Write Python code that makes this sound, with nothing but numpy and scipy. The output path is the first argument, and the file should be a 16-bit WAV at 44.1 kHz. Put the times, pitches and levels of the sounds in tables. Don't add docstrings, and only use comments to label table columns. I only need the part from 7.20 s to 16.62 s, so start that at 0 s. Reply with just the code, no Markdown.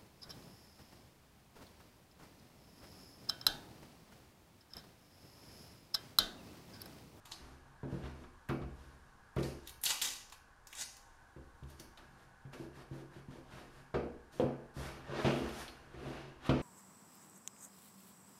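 import sys
import numpy as np
from scipy import signal
from scipy.fft import rfft, irfft
from scipy.io import wavfile

SR = 44100
rng = np.random.default_rng(int(sys.argv[2]) if len(sys.argv) > 2 else 0)


def store_pcm(level_fs):
    pcm = np.round(np.clip(level_fs, -1, 1) * 32767).astype(np.int16)
    wavfile.write(sys.argv[1], SR, np.atleast_2d(pcm).T)


N = 415289

# start in seconds, thump level in dB, then relative to the thump
# the deep part, wooden ring, tock and crack in dB, and last the tock and crack pitch in Hz.
BLOWS = [(0.205, -57, 7, -2.5, -6, -25, 348, 1300), (0.317, -63, 5, 1, -18, -25, 344, 1300),
         (0.632, -38.5, -14, 1.5, -7, -9.5, 420, 1310), (0.725, -36, -3, -5.5, -10, -21, 420, 1170),
         (0.838, -38.5, -7, -9.5, -20, -18, 347, 1630), (1.037, -58, 8, -13, -1, 14, 350, 1070),
         (1.293, -33, -11, 3.5, -18, 5, 243, 1180), (1.414, -36.5, -3.5, -7.5, -18, -4.5, 370, 1140),
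         (2.165, -32, -9.5, 3, -42, -1, 242, 1180), (4.163, -50, -3, 1, -4, -10, 355, 1770),
         (4.425, -44.5, 0, -9, -24, -20, 620, 1510), (4.601, -56, -3, -6, 3.5, -1, 343, 1620),
         (5.251, -47.5, -31, -10, -18, -8, 273, 1680), (5.399, -47, -30, -4, 4, -23, 337, 1270),
         (5.572, -48.5, -12, -10, -8, -13, 295, 1290), (5.712, -40, -32, -10, -7.5, -24, 323, 1450),
         (5.963, -49, -12, -18, -2, -8, 356, 1120), (6.084, -40.5, -29, -19, -10, -13, 248, 1140),
         (6.334, -47, -7, -12, -9, -17, 302, 1300), (6.741, -31.5, -5.5, 7, -21, 2.5, 380, 1290),
         (7.198, -39.5, -13, 16, 15, 1.5, 499, 2870), (7.238, -33, -26, -2, -21, -33, 330, 1300),
         (7.566, -44.5, 4, -2.5, -6.5, -15, 344, 1580), (7.894, -42, -24, -4, -2, -7, 580, 1260),
         (8.046, -27, -26, 4.5, -8.5, -3.5, 640, 2700), (8.217, -41.5, 1, -1, -20, -15, 288, 1514),
         (8.86, -49.5, -6, 5, 3, -10, 606, 900), (8.742, -51.5, 4, -16, -1, 3, 377, 1900),
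         (9.292, -23.5, -11, 1, -5.5, 1.5, 291, 1240)]
# frequency in Hz, relative level in dB,
# decay time t60 in seconds.
WOOD_MODES = [(58.6, -11.5, 0.98), (72.1, -6.5, 0.76), (132.6, -9, 0.23), (137.4, 3, 0.46),
              (180.4, -4.5, 0.29), (211.6, 0, 0.25), (225.7, -1.5, 0.18), (238, -10, 0.47),
              (259.7, -1, 0.17), (288, -8, 0.51), (330.7, 0, 0.24), (345, -3.5, 0.34), (366.2, 0, 0.32),
              (400.8, -3, 0.3), (422.7, -5, 0.5), (444.5, -13, 1), (477, -6.5, 0.56), (535, -8, 0.51),
              (588, -8, 0.34), (581, -15.5, 0.22), (627, -4.5, 0.12), (710, -2, 0.11), (708, -4.5, 0.12),
              (743, -16.5, 0.22), (811, -20.5, 0.4), (873, -20.5, 0.88), (943, -9.5, 0.17)]
CONTACT_S = 0.0029


def board(push, rumble):
    start_s, thump_db, deep_db, wood_db = np.transpose(BLOWS)[:4]
    starts = np.round(start_s * SR).astype(int)
    out = np.zeros(N)
    shake = push * grains(1500, spread_db=1.5)
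    pressing = rumble * rng.standard_normal(N)
    contact = np.exp(-1 / (CONTACT_S * SR))
    for k, (hz, level_db, t60) in enumerate(WOOD_MODES):
        if hz < 100:
            part_db = deep_db
        elif hz > 210:
            part_db = wood_db - 13.0
        else:
            part_db = -3
        sign = -1 if 100 < hz < 210 else (-1) ** k
        uneven_db = rng.normal(0, 3.1, len(starts))
        clicks = np.zeros(N)
        clicks[starts] = sign * from_db(thump_db + part_db + level_db + uneven_db)
        if hz < 210:
            clicks = signal.lfilter([2.19 * (1 - contact)], [1, -contact], clicks + 1e-18)
            clicks += from_db(level_db - 38.5) * pressing
        else:
            out += from_db(level_db - 34.5) * ring(shake, hz, 0.39 * t60) * (-1) ** k
        out += ring(clicks, hz, t60)
    for at_s, thump_db, _, wood_db, tock_db, crack_db, tock_hz, crack_hz in BLOWS:
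        tock = ring(signal.unit_impulse(SR // 10), tock_hz, t60=0.052)
        add(out, round(at_s * SR), from_db(thump_db + tock_db + 4) * tock)
        add(out, *burst(at_s, thump_db + crack_db - 13, 0.83 * crack_hz, 1.22 * crack_hz, t60=0.16))
        add(out, *burst(at_s, thump_db + crack_db - 19.5, low_hz=1100, high_hz=3400, t60=0.18))
        add(out, *burst(at_s, thump_db + wood_db - 14.0, low_hz=180, high_hz=715, t60=0.52))
    return signal.sosfilt(signal.butter(4, 50, "high", fs=SR, output="sos"), out)


# frequency in Hz, relative density in dB per Hz.
TEAR_SPECTRUM = [(710, -93), (1200, -56), (1400, 1.5), (3590, 1.5), (5070, -4.5), (7170, 8.5), (7910, 5),
                 (9010, 0), (13900, -5.5), (16000, -26)]
# frequency in Hz, width in Hz, relative level in dB.
STRIP_MODES = [(878, 130, -8.5), (2030, 120, -10), (3840, 37, -4), (5050, 280, -17), (7000, 86, -33.5)]
# start in seconds, level in dB,
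# ringing pitch in Hz, wide click in dB relative to that level.
TICKS = [(0.056, -45, 3450, 4.5), (0.1193, -27.5, 4200, -20), (1.2883, -29, 1860, -10.5),
         (2.162, -42.5, 2010, -0.5), (2.1853, -36, 2650, -23), (2.231, -34.5, 4170, -29),
         (2.474, -34.5, 4200, 4.5), (2.4938, -37.5, 3860, 4.5), (2.615, -38, 11500, -11),
         (2.632, -38, 11000, -17), (2.637, -17.5, 11800, -7), (2.6549, -17, 7700, -2),
         (2.6617, -16, 3780, -20), (2.816, -18.5, 3890, -5), (2.8199, -18.5, 8260, 0.5),
         (3.0986, -44, 5360, -2), (3.1254, -42.5, 2850, -1), (3.471, -39, 6840, -0.5),
         (3.5284, -33, 2800, -4), (3.552, -40, 8000, -6), (3.768, -50, 5470, 8.5), (4.4343, -51, 3460, -6),
         (4.5017, -50, 12100, -6), (4.598, -39, 6100, 3), (4.7745, -44, 3830, -10),
         (5.3357, -42, 2960, -27), (6.7425, -33, 1920, -32), (7.1387, -53, 4930, -15),
         (8.291, -34.5, 2900, -8), (8.4801, -33.5, 3680, -16), (9.2945, -22, 2940, -38)]


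def tape():
    level, drum, tear_hz = pulls()
    tears = grains(8000, spread_db=3.0)
    crackle = from_db(-7.0) * colour(tears, TEAR_SPECTRUM)
    crackle += from_db(-13.5) * resonate(tears, STRIP_MODES)
    for hz in np.geomspace(2000, 9000, 9):
        near = np.exp(-(np.log(hz / tear_hz) / 0.48) ** 2)
        flicker = from_db(-11.5 + 2.6 * drift(80))
        crackle += flicker * near * rms_one(band(tears, 0.893 * hz, 1.16 * hz))
    drumming = rms_one(band(band(tears, 670, 1270), 670, 1270))
    out = from_db(2 * drift(150)) * (level * crackle + drum * drumming)
    for at_s, level_db, hz, wide_db in TICKS:
        start = round(at_s * SR)
        tone = ring(signal.unit_impulse(SR // 20), hz, t60=0.0032)
        first_crack = band(signal.unit_impulse(SR // 100), low_hz=1500, high_hz=12900)
        add(out, *burst(at_s, level_db - 13.5, 0.73 * hz, 1.15 * hz, t60=0.053))
        add(out, start, from_db(level_db - 6) * tone)
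        add(out, *burst(at_s, level_db + wide_db - 13, low_hz=1790, high_hz=15600, t60=0.034))
        add(out, start, from_db(level_db + wide_db + 3) * first_crack)
    return out


# time of full tearing in seconds, rise, hold and fall in seconds (see swell),
# tearing level in dB, drumming of the free strip in dB, tearing pitch in Hz.
TAPE_PULLS = [(0.053, 0.0028, 0.00067, 0.12, -54.5, -60, 4100),
              (0.116, 0.004, .004, 0.038, -45.5, -57, 5500), (2.496, 0.082, .002, 0.039, -53.5, -85, 4070),
              (2.637, 0.0018, .002, 0.018, -34, -76, 5400), (2.663, 0.025, 0.046, .02, -34, -74, 3940),
              (2.701, 0.01, 0.0072, 0.11, -34.5, -46.5, 4600),
              (2.824, 0.0044, 0.012, 0.14, -31.5, -54, 4800), (3.123, .002, .004, 0.026, -47, -56, 3400),
              (3.49, 0.023, 0.026, .02, -80, -87, 6240), (3.535, .003, 0.0092, 0.046, -70, -62.5, 2900),
              (3.609, 0.071, .006, 0.053, -36.5, -76, 5640), (3.694, .01, .002, 0.31, -59, -86, 5800)]


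def pulls():
    level, drum, pitch = np.zeros((3, N))
    for at_s, rise_s, hold_s, fall_s, level_db, drum_db, tear_hz in TAPE_PULLS:
        start, shape = swell(at_s, rise_s, hold_s, fall_s)
        add(level, start, from_db(level_db) * shape)
        add(drum, start, from_db(drum_db) * shape)
        add(pitch, start, tear_hz * from_db(level_db) * shape)
    return level, drum, (pitch + 1e-9) / (level + 1e-12)


# frequency in Hz, relative density in dB per Hz.
RUB_SPECTRUM = [(350, -19), (600, 5), (698, 1.5), (812, 0), (1830, -6), (2500, -10), (2720, -9.5),
                (9760, -20), (14500, -28), (16000, -43)]
# time in seconds, pitch in Hz.
EDGE_PITCH = [(7.8, 2360), (7.93, 1450), (8.0, 1860), (8.07, 2720), (8.2, 2780), (8.36, 1240), (8.45, 2260),
              (8.6, 2540)]
# frequency in Hz, width in Hz, relative level in dB.
EDGE_MODES = [(1310, 80, -24), (1620, 66, -17), (1870, 73, -9), (2126, 1350, -8), (2887, 150, -16.5),
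              (3300, 140, -13.5), (3700, 550, -5)]


def sliding(scrape_gain, swish_gain):
    wood = colour(grains(5000, spread_db=1.5), RUB_SPECTRUM)
    scrape = rms_one(band(wood, 637, 5230))
    scrape_hz = np.interp(np.arange(N) / SR, *np.transpose(EDGE_PITCH))
    for hz, width_hz, level_db in EDGE_MODES:
        near = np.exp(-(np.log(hz / scrape_hz) / 0.16) ** 2)
        streaks = from_db(level_db + 2 + 4.0 * drift(12))
        scrape += streaks * (.2 + near) * rms_one(ring(wood, hz, 2.2 / width_hz))
    dust = colour(grains(15000, spread_db=1.5), RUB_SPECTRUM)
    swish = rms_one(band(dust, 3700, 21500))
    return from_db(0.81 * drift(30)) * (scrape_gain * scrape + swish_gain * swish)


# time in seconds, scrape, swish and
# push into the board in dB.
BOARD_DRAG = [(7.54, -75, -72, -67), (7.575, -59.5, -59, -42), (7.66, -56, -58.5, -48.5),
              (7.84, -64, -79, -58), (7.966, -46, -69, -31.5), (8.04, -49, -58, -68),
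              (8.06, -38.5, -62, -36), (8.168, -52, -59.5, -38), (8.26, -51.5, -63.5, -39.5),
              (8.32, -59, -61, -50.5), (8.41, -52, -53.5, -54), (8.52, -65.5, -72, -59),
              (8.68, -70.5, -82, -62.5), (8.81, -60, -73, -44.5), (8.9, -56, -66, -43.5),
              (8.96, -54, -70, -47.5), (9.184, -74, -94, -64.5), (9.27, -50, -59, -46.5),
              (9.3, -59, -82, -58), (9.417, -53, -79, -58)]
# time of full speed in seconds, rise, hold and fall in seconds
# (see swell), scrape, swish and push into the board in dB.
FINGER_STROKES = [(0.195, 0.24, 0.074, 0.37, -69, -71.5, -60.5),
                  (0.724, .06, 0.027, 0.15, -64, -69.5, -43.5),
                  (0.842, 0.036, 0.02, 0.11, -58.5, -76, -54.5),
                  (1.01, 0.16, 0.027, 0.027, -71, -74, -54.5), (1.62, 0.27, 0.035, 0.37, -70.5, -73, -62.5),
                  (2.185, 0.0089, 0.025, 0.017, -59, -60.5, -37),
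                  (2.228, .005, .03, 0.13, -59.5, -54, -43.5), (4.497, 0.044, 0.02, 0.084, -73, -66, -61),
                  (4.597, 0.016, 0.012, 0.087, -71, -64, -58), (4.774, .003, 0.0055, 0.1, -61.5, -71, -59),
                  (4.997, 0.39, 0.053, 0.077, -76, -79, -70),
                  (5.334, 0.012, 0.0082, 0.072, -59, -65.5, -49),
                  (5.394, 0.046, 0.056, 0.048, -70, -71, -49), (5.558, 0.048, .06, 0.06, -64, -71, -56.5),
                  (5.735, .05, .08, 0.04, -68.5, -71.5, -48), (5.94, 0.05, 0.056, 0.051, -65.5, -74, -60),
                  (6.111, 0.026, 0.067, 0.064, -66, -73, -51.5),
                  (6.325, 0.08, 0.066, 0.22, -61.5, -69.5, -54),
                  (6.547, 0.072, 0.063, .07, -72.5, -74, -69), (7.129, .02, 0.093, 0.08, -69, -66.5, -53.5)]


def friction():
    gains = in_time(BOARD_DRAG)
    for at_s, rise_s, hold_s, fall_s, *levels_db in FINGER_STROKES:
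        start, shape = swell(at_s, rise_s, hold_s, fall_s)
        for gain, level_db in zip(gains, levels_db):
            add(gain, start, from_db(level_db) * shape)
    return gains


# frequency in Hz, decay time t60 in seconds.
ROOM_DECAY = [(300, 0.46), (600, 0.55), (1500, 0.38), (4000, 0.5), (9000, 0.44), (15000, 0.37)]


def room(x):
    t = np.arange(SR) / SR
    noise = rng.standard_normal(SR)
    tail = np.zeros(SR)
    for low_hz in 220 * 2 ** np.arange(7):
        t60 = at_hz(ROOM_DECAY, 2.03 * low_hz)
        tail += band(noise, low_hz, min(2 * low_hz, 17000)) * from_db(-60 * t / t60)
    tail *= np.clip((t - .004) / 0.0057, 0, 1)
    return signal.fftconvolve(x, tail / np.sqrt(np.sum(tail ** 2)))[:N]


# frequency in Hz, relative density in dB per Hz.
DRONE_SPECTRUM = [(12, -5), (20, 5.5), (142, -7), (172, -17.5), (216, -11.5), (410, -19.5), (459, -13.5),
                  (513, -16.5), (698, -29), (1090, -7.5), (1220, -13), (1530, -17), (1910, -25.5),
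                  (9140, -32), (16000, -45)]
# frequency in Hz, damping in Hz (t60 is 3.3 s over it), level in dB.
DRONE_MODES = [(807.4, 60, -76), (914, 38, -75.5), (1020, 80, -79), (1512, 130, -73), (1644, 70, -74.5)]
DRONE_DB = -63.5


def drone():
    out = from_db(DRONE_DB + 1.0 * drift(1.1)) * colour(rng.standard_normal(N), DRONE_SPECTRUM)
    noise = rng.standard_normal(N)
    for hz, damping_hz, level_db in DRONE_MODES:
        waver = from_db(2 * drift(4))
        out += from_db(level_db) * waver * rms_one(ring(noise, hz, 3.3 / damping_hz))
    return out


def swell(at_s, rise_s, hold_s, fall_s):
    rise_s, hold_s, fall_s = np.clip([rise_s, hold_s, fall_s], .001, .3)
    start = max(round((at_s - 2 * rise_s) * SR), 0)
    t = np.arange(start, (at_s + hold_s + 3 * fall_s) * SR) / SR - at_s
    return start, from_db(20 * np.minimum(0, np.minimum(t / rise_s, (hold_s - t) / fall_s)))


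def burst(at_s, level_db, low_hz, high_hz, t60):
    t = np.arange(SR // 6) / SR
    puff = rms_one(band(rng.standard_normal(len(t)), low_hz, high_hz))
    rise = np.minimum(t * low_hz / 2.17, 1)
    return round(at_s * SR), from_db(level_db - 60 * t / t60) * rise * puff


def ring(x, hz, t60):
    r = from_db(-60 / (t60 * SR))
    w = 2 * np.pi * hz / SR
    return signal.lfilter([0, np.sin(w)], [1, -2 * r * np.cos(w), r * r], x + 1e-18)


def resonate(x, peaks):
    return sum(from_db(db) * rms_one(ring(x, hz, 2.2 / width_hz)) for hz, width_hz, db in peaks)


def grains(per_s, spread_db):
    sizes = from_db(spread_db * np.minimum(rng.exponential(1, N), 5)) * rng.choice([-1, 1], N)
    return rms_one(sizes * (rng.random(N) < per_s / SR))


def drift(rate):
    knots = rng.standard_normal(2000)
    return np.interp(np.arange(N) / SR * rate, np.arange(2000), knots)


def colour(x, spectrum):
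    hz = np.maximum(np.fft.rfftfreq(N, 1 / SR), 1)
    return rms_one(irfft(rfft(x) * from_db(at_hz(spectrum, hz)), N))


def band(x, low_hz, high_hz):
    sos = signal.butter(2, [low_hz, min(high_hz, .47 * SR)], "band", fs=SR, output="sos")
    return signal.sosfilt(sos, x)


def at_hz(points, hz):
    table_hz, values = np.transpose(points)
    return np.interp(np.log(hz), np.log(table_hz), values)


def in_time(rows):
    s, *columns = np.transpose(rows)
    t = np.arange(N) / SR
    return from_db([np.interp(t, s, column, left=-150, right=-150) for column in columns])


def from_db(db):
    return 10 ** (np.asarray(db) / 20)


def rms_one(x):
    return x / np.sqrt(np.mean(x ** 2) + 1e-20)


def add(out, start, sound):
    out[start:start + len(sound)] += sound[:N - start]


RUMBLE_DB, RUMBLE_FOLLOWS = -31.5, 0.44
ROOM_DB = -5


def scene():
    scrape, swish, push = friction()
    rumble = from_db(RUMBLE_DB) * push ** RUMBLE_FOLLOWS
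    near = board(push, rumble) + sliding(scrape, swish) + tape()
    return (near + from_db(ROOM_DB) * room(near) + drone())[None]


NOTCH_HZ, NOTCH_WIDTH_HZ, NOTCH_DEPTH = 7950, 200, .8
STOP_HZ = 1.06 * 15800


def record(dry):
    b, a = signal.iirpeak(NOTCH_HZ, NOTCH_HZ / NOTCH_WIDTH_HZ, fs=SR)
    dipped = dry - NOTCH_DEPTH * signal.lfilter(b, a, dry)
    rounded = .2 * np.tanh(dipped / .2)
    return signal.sosfilt(signal.cheby2(12, 70, STOP_HZ, fs=SR, output="sos"), rounded)


dry = scene()
out = record(dry)
store_pcm(out)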